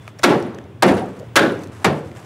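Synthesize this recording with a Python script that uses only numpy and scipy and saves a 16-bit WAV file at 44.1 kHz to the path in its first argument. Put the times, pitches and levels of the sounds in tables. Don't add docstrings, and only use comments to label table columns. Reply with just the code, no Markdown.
import sys
import numpy as np
from scipy import signal
from scipy.fft import rfft, irfft, next_fast_len
from scipy.io import wavfile
from scipy.ndimage import map_coordinates

SR = 44100
rng = np.random.default_rng(int(sys.argv[2]) if len(sys.argv) > 2 else 0)


def log_audio(samples):
    frames = np.atleast_2d(samples).T
    limited = np.clip(frames, -1, 1)
    pcm = np.round(limited * 32767).astype(np.int16)
    wavfile.write(sys.argv[1], SR, pcm)


def convert_level_to_amplitude(level_db):
    exponent = np.asarray(level_db, float) / 20
    return 10 ** exponent


N = 99225
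RING_TIME_S = np.arange(2 * SR // 3) / SR

# start_s, force_db, tilt_db_per_octave, ring_length_factor, boom_db
BLOW_EVENTS = [
    (0.232, -3.5, 0.5, 0.96, -1.5),
    (0.8228, -5.5, -1, 0.97, -6),
    (1.3563, -7, 2, 0.9, 1),
    (1.8438, -9, -0.5, 0.86, -4.5),
]
# freq_hz, level_db
FAR_SIDE = [(30, -12), (100, -21), (400, -17), (1500, -15.5), (5000, -11.5), (8000, -14), (15000, -22)]


def unit(x):
    return x / np.sqrt(np.mean(x ** 2, axis=-1, keepdims=True) + 1e-20)


def along(points, hz):
    point_hz, value = np.transpose(points)
    return np.interp(np.log(hz + 1), np.log(point_hz + 1), value)


def filtered(x, response):
    size = next_fast_len(x.shape[-1] + 8192)
    spectrum = rfft(x, size) * response(np.fft.rfftfreq(size, 1 / SR))
    return irfft(spectrum, size)[..., :x.shape[-1]]


def wobble(rate_hz):
    knots = rng.standard_normal(int(N * rate_hz / SR) + 4)
    return map_coordinates(knots, [np.arange(N) * rate_hz / SR])


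def add(out, start_s, sound):
    i = round(start_s * SR)
    out[..., i:i + sound.shape[-1]] += sound[..., :out.shape[-1] - i]


def narrow_noise(hz, width_hz):
    noise = rng.standard_normal(len(RING_TIME_S))
    return unit(filtered(noise, lambda f: np.exp(-((f - hz) / width_hz) ** 2)))


def clicks(rows, cycles, crack, soft_s):
    out = np.zeros(N)
    t = np.arange(SR // 16) / SR
    crack_corner_hz, crack_decay_s = 7400, 0.0019
    for start_s, peak_db, hz in rows:
        tone = np.sin(2 * np.pi * hz * t) * np.exp(-t * hz / cycles)
        grit = filtered(rng.standard_normal(len(t)),
                        lambda f: f / hz / (1 + (f / hz) ** 2) / (1 + (f / crack_corner_hz) ** 2))
        burst = crack * unit(grit) * np.exp(-t / crack_decay_s)
        onset = 1 - np.exp(-t / soft_s)
        add(out, start_s, convert_level_to_amplitude(peak_db) * (tone + burst) * onset)
    return out


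def yard_air():
    # freq_hz, level_db_per_hz
    air_colour = [(18, -30), (30, -23), (109, -7), (415, -12), (540, -16.5), (2980, -29), (3490, -29),
                  (3980, -38.5), (16000, -51)]
    level_db, gust_db = -46, 1.8
    hiss = filtered(rng.standard_normal((2, N)),
                    lambda hz: convert_level_to_amplitude(along(air_colour, hz)) * [np.ones_like(hz), convert_level_to_amplitude(along(FAR_SIDE, hz))])
    return convert_level_to_amplitude(level_db + gust_db * wobble(5.35)) * hiss / hiss[0].std()


def far_engine():
    idle_hz, width_hz, level_db = 110, 31, -41
    throb_hz, throb_db = 19, 4.5
    drone = unit(filtered(rng.standard_normal(N), lambda hz: np.exp(-((hz - idle_hz) / width_hz) ** 2)))
    throb = np.sin(2 * np.pi * throb_hz * np.arange(N) / SR + wobble(2.5))
    return convert_level_to_amplitude(level_db + throb_db * throb) * drone


def fading_ring():
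    ring_hz, level_db, t60_s = 3450, -57.5, 0.9
    t = np.arange(N) / SR
    level = convert_level_to_amplitude(level_db - 60 * t / t60_s + 2.1 * wobble(60))
    return level * np.sin(2 * np.pi * ring_hz * t + 0.82 * wobble(86))


def sleeve():
    # start_s, level_db
    arm_motion = [(0, -65), (.06, -61), (.085, -59), (.15, -71), (.2, -53.5), (.3, -67), (.8, -71),
                  (.95, -53.5), (1.198, -62), (1.3, -67), (1.6, -59), (1.72, -55.5), (1.8, -55),
                  (2.0, -56.5), (2.1, -60.5), (2.13, -53), (2.201, -53), (2.25, -55.5)]
    # freq_hz, level_db_per_hz
    cloth_colour = [(200, -1), (600, 13), (1200, 9.5), (3000, -1), (4500, -6.5), (8000, -6), (12000, -15),
                    (16000, -24)]
    point_s, level_db = np.transpose(arm_motion)
    motion_db = np.interp(np.arange(N) / SR, point_s, level_db)
    grain = convert_level_to_amplitude(motion_db + 2.2 * wobble(270) + 3.1 * wobble(29.84))
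    cloth = filtered(rng.standard_normal((2, N)) * grain, lambda hz: convert_level_to_amplitude(along(cloth_colour, hz)))
    side = filtered(cloth[1], lambda hz: convert_level_to_amplitude(4 + along(FAR_SIDE, hz)))
    return np.array([convert_level_to_amplitude(9) * cloth[0], side])


def loose_ticks():
    # start_s, peak_db, pitch_hz
    tick_events = [(0.0774, -36, 5300), (0.1876, -31, 5500), (0.1916, -26, 5650), (0.217, -40, 6400),
                   (0.2235, -33, 5290), (0.4254, -32, 5420), (0.4668, -52, 5880), (0.5464, -33.5, 6130),
                   (0.585, -37, 6700), (.976, -40, 6900), (1.197, -33, 7540), (1.209, -44, 6160),
                   (.067, -46, 5600), (.64, -43.5, 5980), (1.117, -47, 1500),(1.0575, -41, 7800),
                   (1.1084, -44, 7600), (1.1914, -37, 6750), (1.204, -44.5, 6600), (1.5214, -37, 5520),
                   (1.5798, -50, 5750), (1.591, -34.5, 6050), (1.635, -27, 6240), (1.6413, -34, 5760),
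                   (1.672, -31.5, 6400), (1.929, -38.5, 7230), (2.0757, -44, 5470), (2.1993, -40, 7900)]
    return convert_level_to_amplitude(-1.0) * clicks(tick_events, cycles=6.2, crack=0.55, soft_s=0.00056)


def cap_taps():
    # start_s, peak_db, pitch_hz
    tap_events = [
        (.078, -23.5, 2420),
        (.0785, -28.5, 1265),
        (.195, -26.5, 1780),
        (.196, -30, 595),
        (.079, -34.5, 613),
        (.2235, -31, 1960),
        (.586, -27, 1760),
        (2.115, -32.5, 1970),
    ]
    return clicks(tap_events, cycles=3.1, crack=0.34, soft_s=0.00031)


def bed_boom():
    # rise_time_factor, deep_bass_db
    grip = [
        (1.26, -9),
        (0.47, 2),
        (0.75, 3),
        (0.24, -12),
    ]
    # start_s, force_db, tilt_db_per_octave, ring_length_factor, boom_db
    rebounds = [
        (.285, -6.5, 0, 0.58, -3),
        (.87, -6.5, 0, 0.59, -0.5),
        (1.405, -9.5, 0.5, 0.66, -0.5),
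        (1.858, -34, -4, 0.9, -1.5),
        (.965, -16.5, 2.5, .35, -7),
        (1.025, -19, -2.5, 0.24, -4),
        (1.062, -25, -1.5, 0.15, 1),
    ]
    # freq_hz, level_db_per_hz
    mode_colour = [(35, -42), (60, -16), (110, -8), (354, -2), (593, -8), (1220, -11.5), (1550, -13),
                   (2000, -14.5), (9790, -33.5), (16000, -44.5)]
    # freq_hz, t60_s
    early_t60 = [(80, 0.45), (200, 0.66), (500, 0.51), (1200, 0.27), (3000, 0.2), (7000, 0.13),
                 (15000, 0.11)]
    # freq_hz, rise_s
    rise_curve = [(80, 0.029), (180, 0.026), (350, 0.012), (800, 0.0049), (3000, 0.0033)]
    # freq_hz, level_db
    late_level = [(100, -13), (500, -16), (2000, -17), (6000, -19.5), (15000, -20)]
    # freq_hz, t60_s
    late_t60 = [(100, 1.94), (500, 1.164), (2000, 0.82), (6000, 0.64), (15000, 0.59)]
    # freq_hz, level_db
    side_level = [(60, -32), (400, -39.5), (1500, -23), (5000, -13), (15000, -18)]
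    rebound_rise_s, rebound_deep_db = 0.013, -1.5

    out, t = np.zeros((2, N)), RING_TIME_S
    centres_hz = np.geomspace(60, 16000, num=25)[:, None]
    log_step = np.log(centres_hz[1] / centres_hz[0])

    def band_split(hz):
        overlap = 1 - np.abs(np.log((hz + 1) / centres_hz)) / log_step
        return np.clip(overlap, 0, 1) ** 0.5 * convert_level_to_amplitude(along(mode_colour, hz))

    hits = [(row, slower * along(rise_curve, centres_hz), deep_db)
            for row, (slower, deep_db) in zip(BLOW_EVENTS, grip)]
    hits += [(row, rebound_rise_s, rebound_deep_db) for row in rebounds]
    for (start_s, force_db, tilt_db, longer, boom_db), rise_s, deep_db in hits:
        colour_db = force_db + tilt_db * np.log2(centres_hz / 700)
        colour_db = colour_db + boom_db * (centres_hz < 450) + deep_db * (centres_hz < 150)
        early = convert_level_to_amplitude(-60 * t / (longer * along(early_t60, centres_hz)))
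        late = convert_level_to_amplitude(along(late_level, centres_hz) - 60 * t / (longer * along(late_t60, centres_hz)))
        shape = convert_level_to_amplitude(colour_db) * (1 - np.exp(-t / rise_s)) ** 2 * (early + late)
        for channel, spread in enumerate([1, convert_level_to_amplitude(along(side_level, centres_hz))]):
            bands = filtered(rng.standard_normal(len(t)), band_split)
            add(out[channel], start_s, (bands * shape * spread).sum(0) / bands.sum(0).std())
    return out


def struck_spots():
    # freq_hz, level_db, t60_s
    spot_modes = [
        [(198.5, -14, 0.63), (350.6, 0.5, 0.5), (401.3, -8, 0.72), (739, -9, 0.48), (1129, -12.5, 0.31),
         (1346, -6.5, 0.31)],
        [(191, -7.5, 0.8), (354.4, 2.5, 0.37), (404.5, -8, 0.56), (529, -6.5, 0.44), (650, -9, 0.17),
         (950, -10, 0.52)],
        [(344, -15, 0.59), (551, -6, 0.58), (734, -16, 0.36), (1488, -1, 0.27), (1598, -7.5, 0.37),
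         (1640, -8, 0.4)],
        [(147.7, -8, 0.69), (189.7, -10, 0.64), (510, -17, 0.31), (750, -7.5, 0.29), (764.4, 1, 0.17),
         (1235, -5.5, 0.16)],
    ]
    level_db, rise_cycles = -3.5, 2.7
    out, t = np.zeros(N), RING_TIME_S
    for (start_s, force_db, *_), modes in zip(BLOW_EVENTS, spot_modes):
        for hz, mode_db, t60_s in modes:
            onset = (1 - np.exp(-t * hz / rise_cycles)) ** 2
            fade = convert_level_to_amplitude(force_db + level_db + mode_db - 60 * t / t60_s)
            add(out, start_s, fade * np.sin(2 * np.pi * hz * t) * onset)
    return out


def clip_snaps():
    # start_s, peak_db, pitch_hz
    snap_events = [(.232, -15, 8000), (.2322, -13.5, 900), (.2338, -9, 3320), (.2378, -1.5, 4750),
                   (.2385, -8, 1500), (.2455, 0.5, 2180), (.2495, -3, 2320), (.2422, -4.5, 4100),
                   (.2435, -19, 1480), (.8229, -12, 1300), (.824, -2, 4120), (.8241, -3.5, 1387),
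                   (.8282, -14, 3000), (.8305, -5.5, 3120), (.8335, -6.5, 8200), (1.3566, -8, 1100),
                   (1.3568, -8, 7970), (1.3595, -23.5, 2514), (1.3635, 0, 3230), (1.366, -0.5, 6140),
                   (1.369, -1, 3100), (1.3715, 1, 1290), (1.374, 1, 1630), (1.377, -7, 1640),
                   (1.394, -2, 1700), (1.8448, -8.5, 7700), (1.8462, -7.5, 1880), (1.8478, -11, 2260),
                   (1.8505, -5, 2060), (1.8565, -8, 2500), (1.866, -9, 905)]
    return clicks(snap_events, cycles=2.4, crack=0.43, soft_s=0.00022)


def cap_ring():
    # delay_s, freq_hz, level_db, t60_s
    cap_modes = [
        (0.0092, 1490, -4.5, 0.045),
        (0.00534, 1300, -10.5, 0.05),
        (0.00469, 1535, -7, 0.16),
        (0.00304, 2400, -14, 0.06),
    ]
    width_hz, rise_s = 450, 0.0017
    out, t = np.zeros(N), RING_TIME_S
    for (start_s, *_), (delay_s, hz, level_db, t60_s) in zip(BLOW_EVENTS, cap_modes):
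        envelope = convert_level_to_amplitude(level_db - 60 * t / t60_s) * (1 - np.exp(-t / rise_s))
        add(out, start_s + delay_s, envelope * narrow_noise(hz, width_hz))
    return out


def panel_rattles():
    # start_s, freq_hz, width_hz, level_db, t60_s
    rattle_events = [(1.375, 3450, 820, -20.5, 0.31), (1.385, 1520, 310, -15.5, 0.36),
                     (.86, 7000, 5300, -34.5, 0.28), (1.405, 523, 170, -13.5, 0.34),
                     (.835, 345, 50, -12, 0.19), (.865, 414, 77, -12, 0.21), (1.015, 762, 42, -22.5, 0.15),
                     (1.2, 540, 120, -27, 0.13), (0.95, 236, 49, -20.5, 0.14), (.245, 245, 60, -13, 0.32),
                     (.83, 257, 60, -15, 0.22), (1.85, 125, 30, -15, 0.27), (.295, 325, 49, -8.5, 0.19),
                     (1.86, 480, 41, -17, 0.089), (1.905, 644, 44, -19, 0.088)]
    ragged_db, rise_s = 3.05, 0.0053
    out, t = np.zeros(N), RING_TIME_S
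    for start_s, hz, width_hz, level_db, t60_s in rattle_events:
        fade = convert_level_to_amplitude(level_db - 60 * t / t60_s + ragged_db * wobble(148)[:len(t)])
        add(out, start_s, fade * narrow_noise(hz, width_hz) * (1 - np.exp(-t / rise_s)))
    return out


def seating_thuds():
    # start_s, peak_db, pitch_hz
    thud_events = [(.246, -21, 210), (.251, -16, 350), (.307, -14, 325), (.828, -8, 385), (.895, -23, 210),
                   (1.846, -7.5, 366), (1.8625, -2, 192.4), (1.866, -5, 447), (1.88, -22, 134.2),
                   (1.899, -16, 138), (1.935, -16, 172)]
    return clicks(thud_events, cycles=1.42, crack=0.05, soft_s=0.0021)


def steel_pings():
    # start_s, peak_db, pitch_hz
    ping_events = [(.4, -36, 9600), (.4254, -47, 9700), (.4673, -43, 9700), (.866, -23, 9700),
                   (.8949, -45, 9540), (.915, -36, 9600), (.9487, -31, 9700), (.9687, -40, 9500),
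                   (.9951, -32, 9600), (1.0216, -36.5, 9650), (1.4421, -37, 9400), (1.5214, -35.5, 9650),
                   (1.928, -39, 9500), (1.9659, -45, 9500)]
    return clicks(ping_events, cycles=15, crack=0.05, soft_s=0.00052)


def scene():
    # freq_hz, ratio
    lean = [(200, 0.0086), (1500, 0.0075), (4000, -0.015), (15000, -0.036)]
    contact_side_db = -23
    mid, side = yard_air() + sleeve() + bed_boom()
    mid = mid + far_engine() + fading_ring()
    mid = mid + struck_spots() + cap_ring() + panel_rattles()
    contacts = loose_ticks() + cap_taps() + clip_snaps() + seating_thuds() + steel_pings()
    mid = mid + contacts
    side = side + filtered(mid, lambda hz: along(lean, hz))
    side = side + convert_level_to_amplitude(contact_side_db) * np.diff(np.roll(contacts, 3), prepend=0)
    return np.array([mid + side, mid - side])


def low_pass(x):
    return signal.sosfilt(signal.butter(12, 16820, fs=SR, output="sos"), x)


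def record(dry):
    ceiling_db, release_db_per_s, grab_s = 0, 72, 0.0057
    clip_top, clip_hardness = 0.93, 4.2
    top_hz, stop_hz = 15700, 16800
    x = signal.sosfilt(signal.butter(2, 70, "high", fs=SR, output="sos"), dry)
    over_db = np.clip(20 * np.log10(np.abs(x).max(0) + 1e-9) - ceiling_db, 0, None)
    ramp_db = release_db_per_s * np.arange(N) / SR
    held_db = np.maximum.accumulate(over_db + ramp_db) - ramp_db
    grab = np.exp(-1 / (grab_s * SR))
    x = x * convert_level_to_amplitude(-signal.lfilter([1 - grab], [1, -grab], held_db))
    x = x / (1 + np.abs(x / clip_top) ** clip_hardness) ** (1 / clip_hardness)
    x = filtered(x, lambda hz: np.where(hz < top_hz, 1, convert_level_to_amplitude(-22)) * (hz < stop_hz))
    return low_pass(x)


dry = scene()
out = record(dry)
log_audio(out)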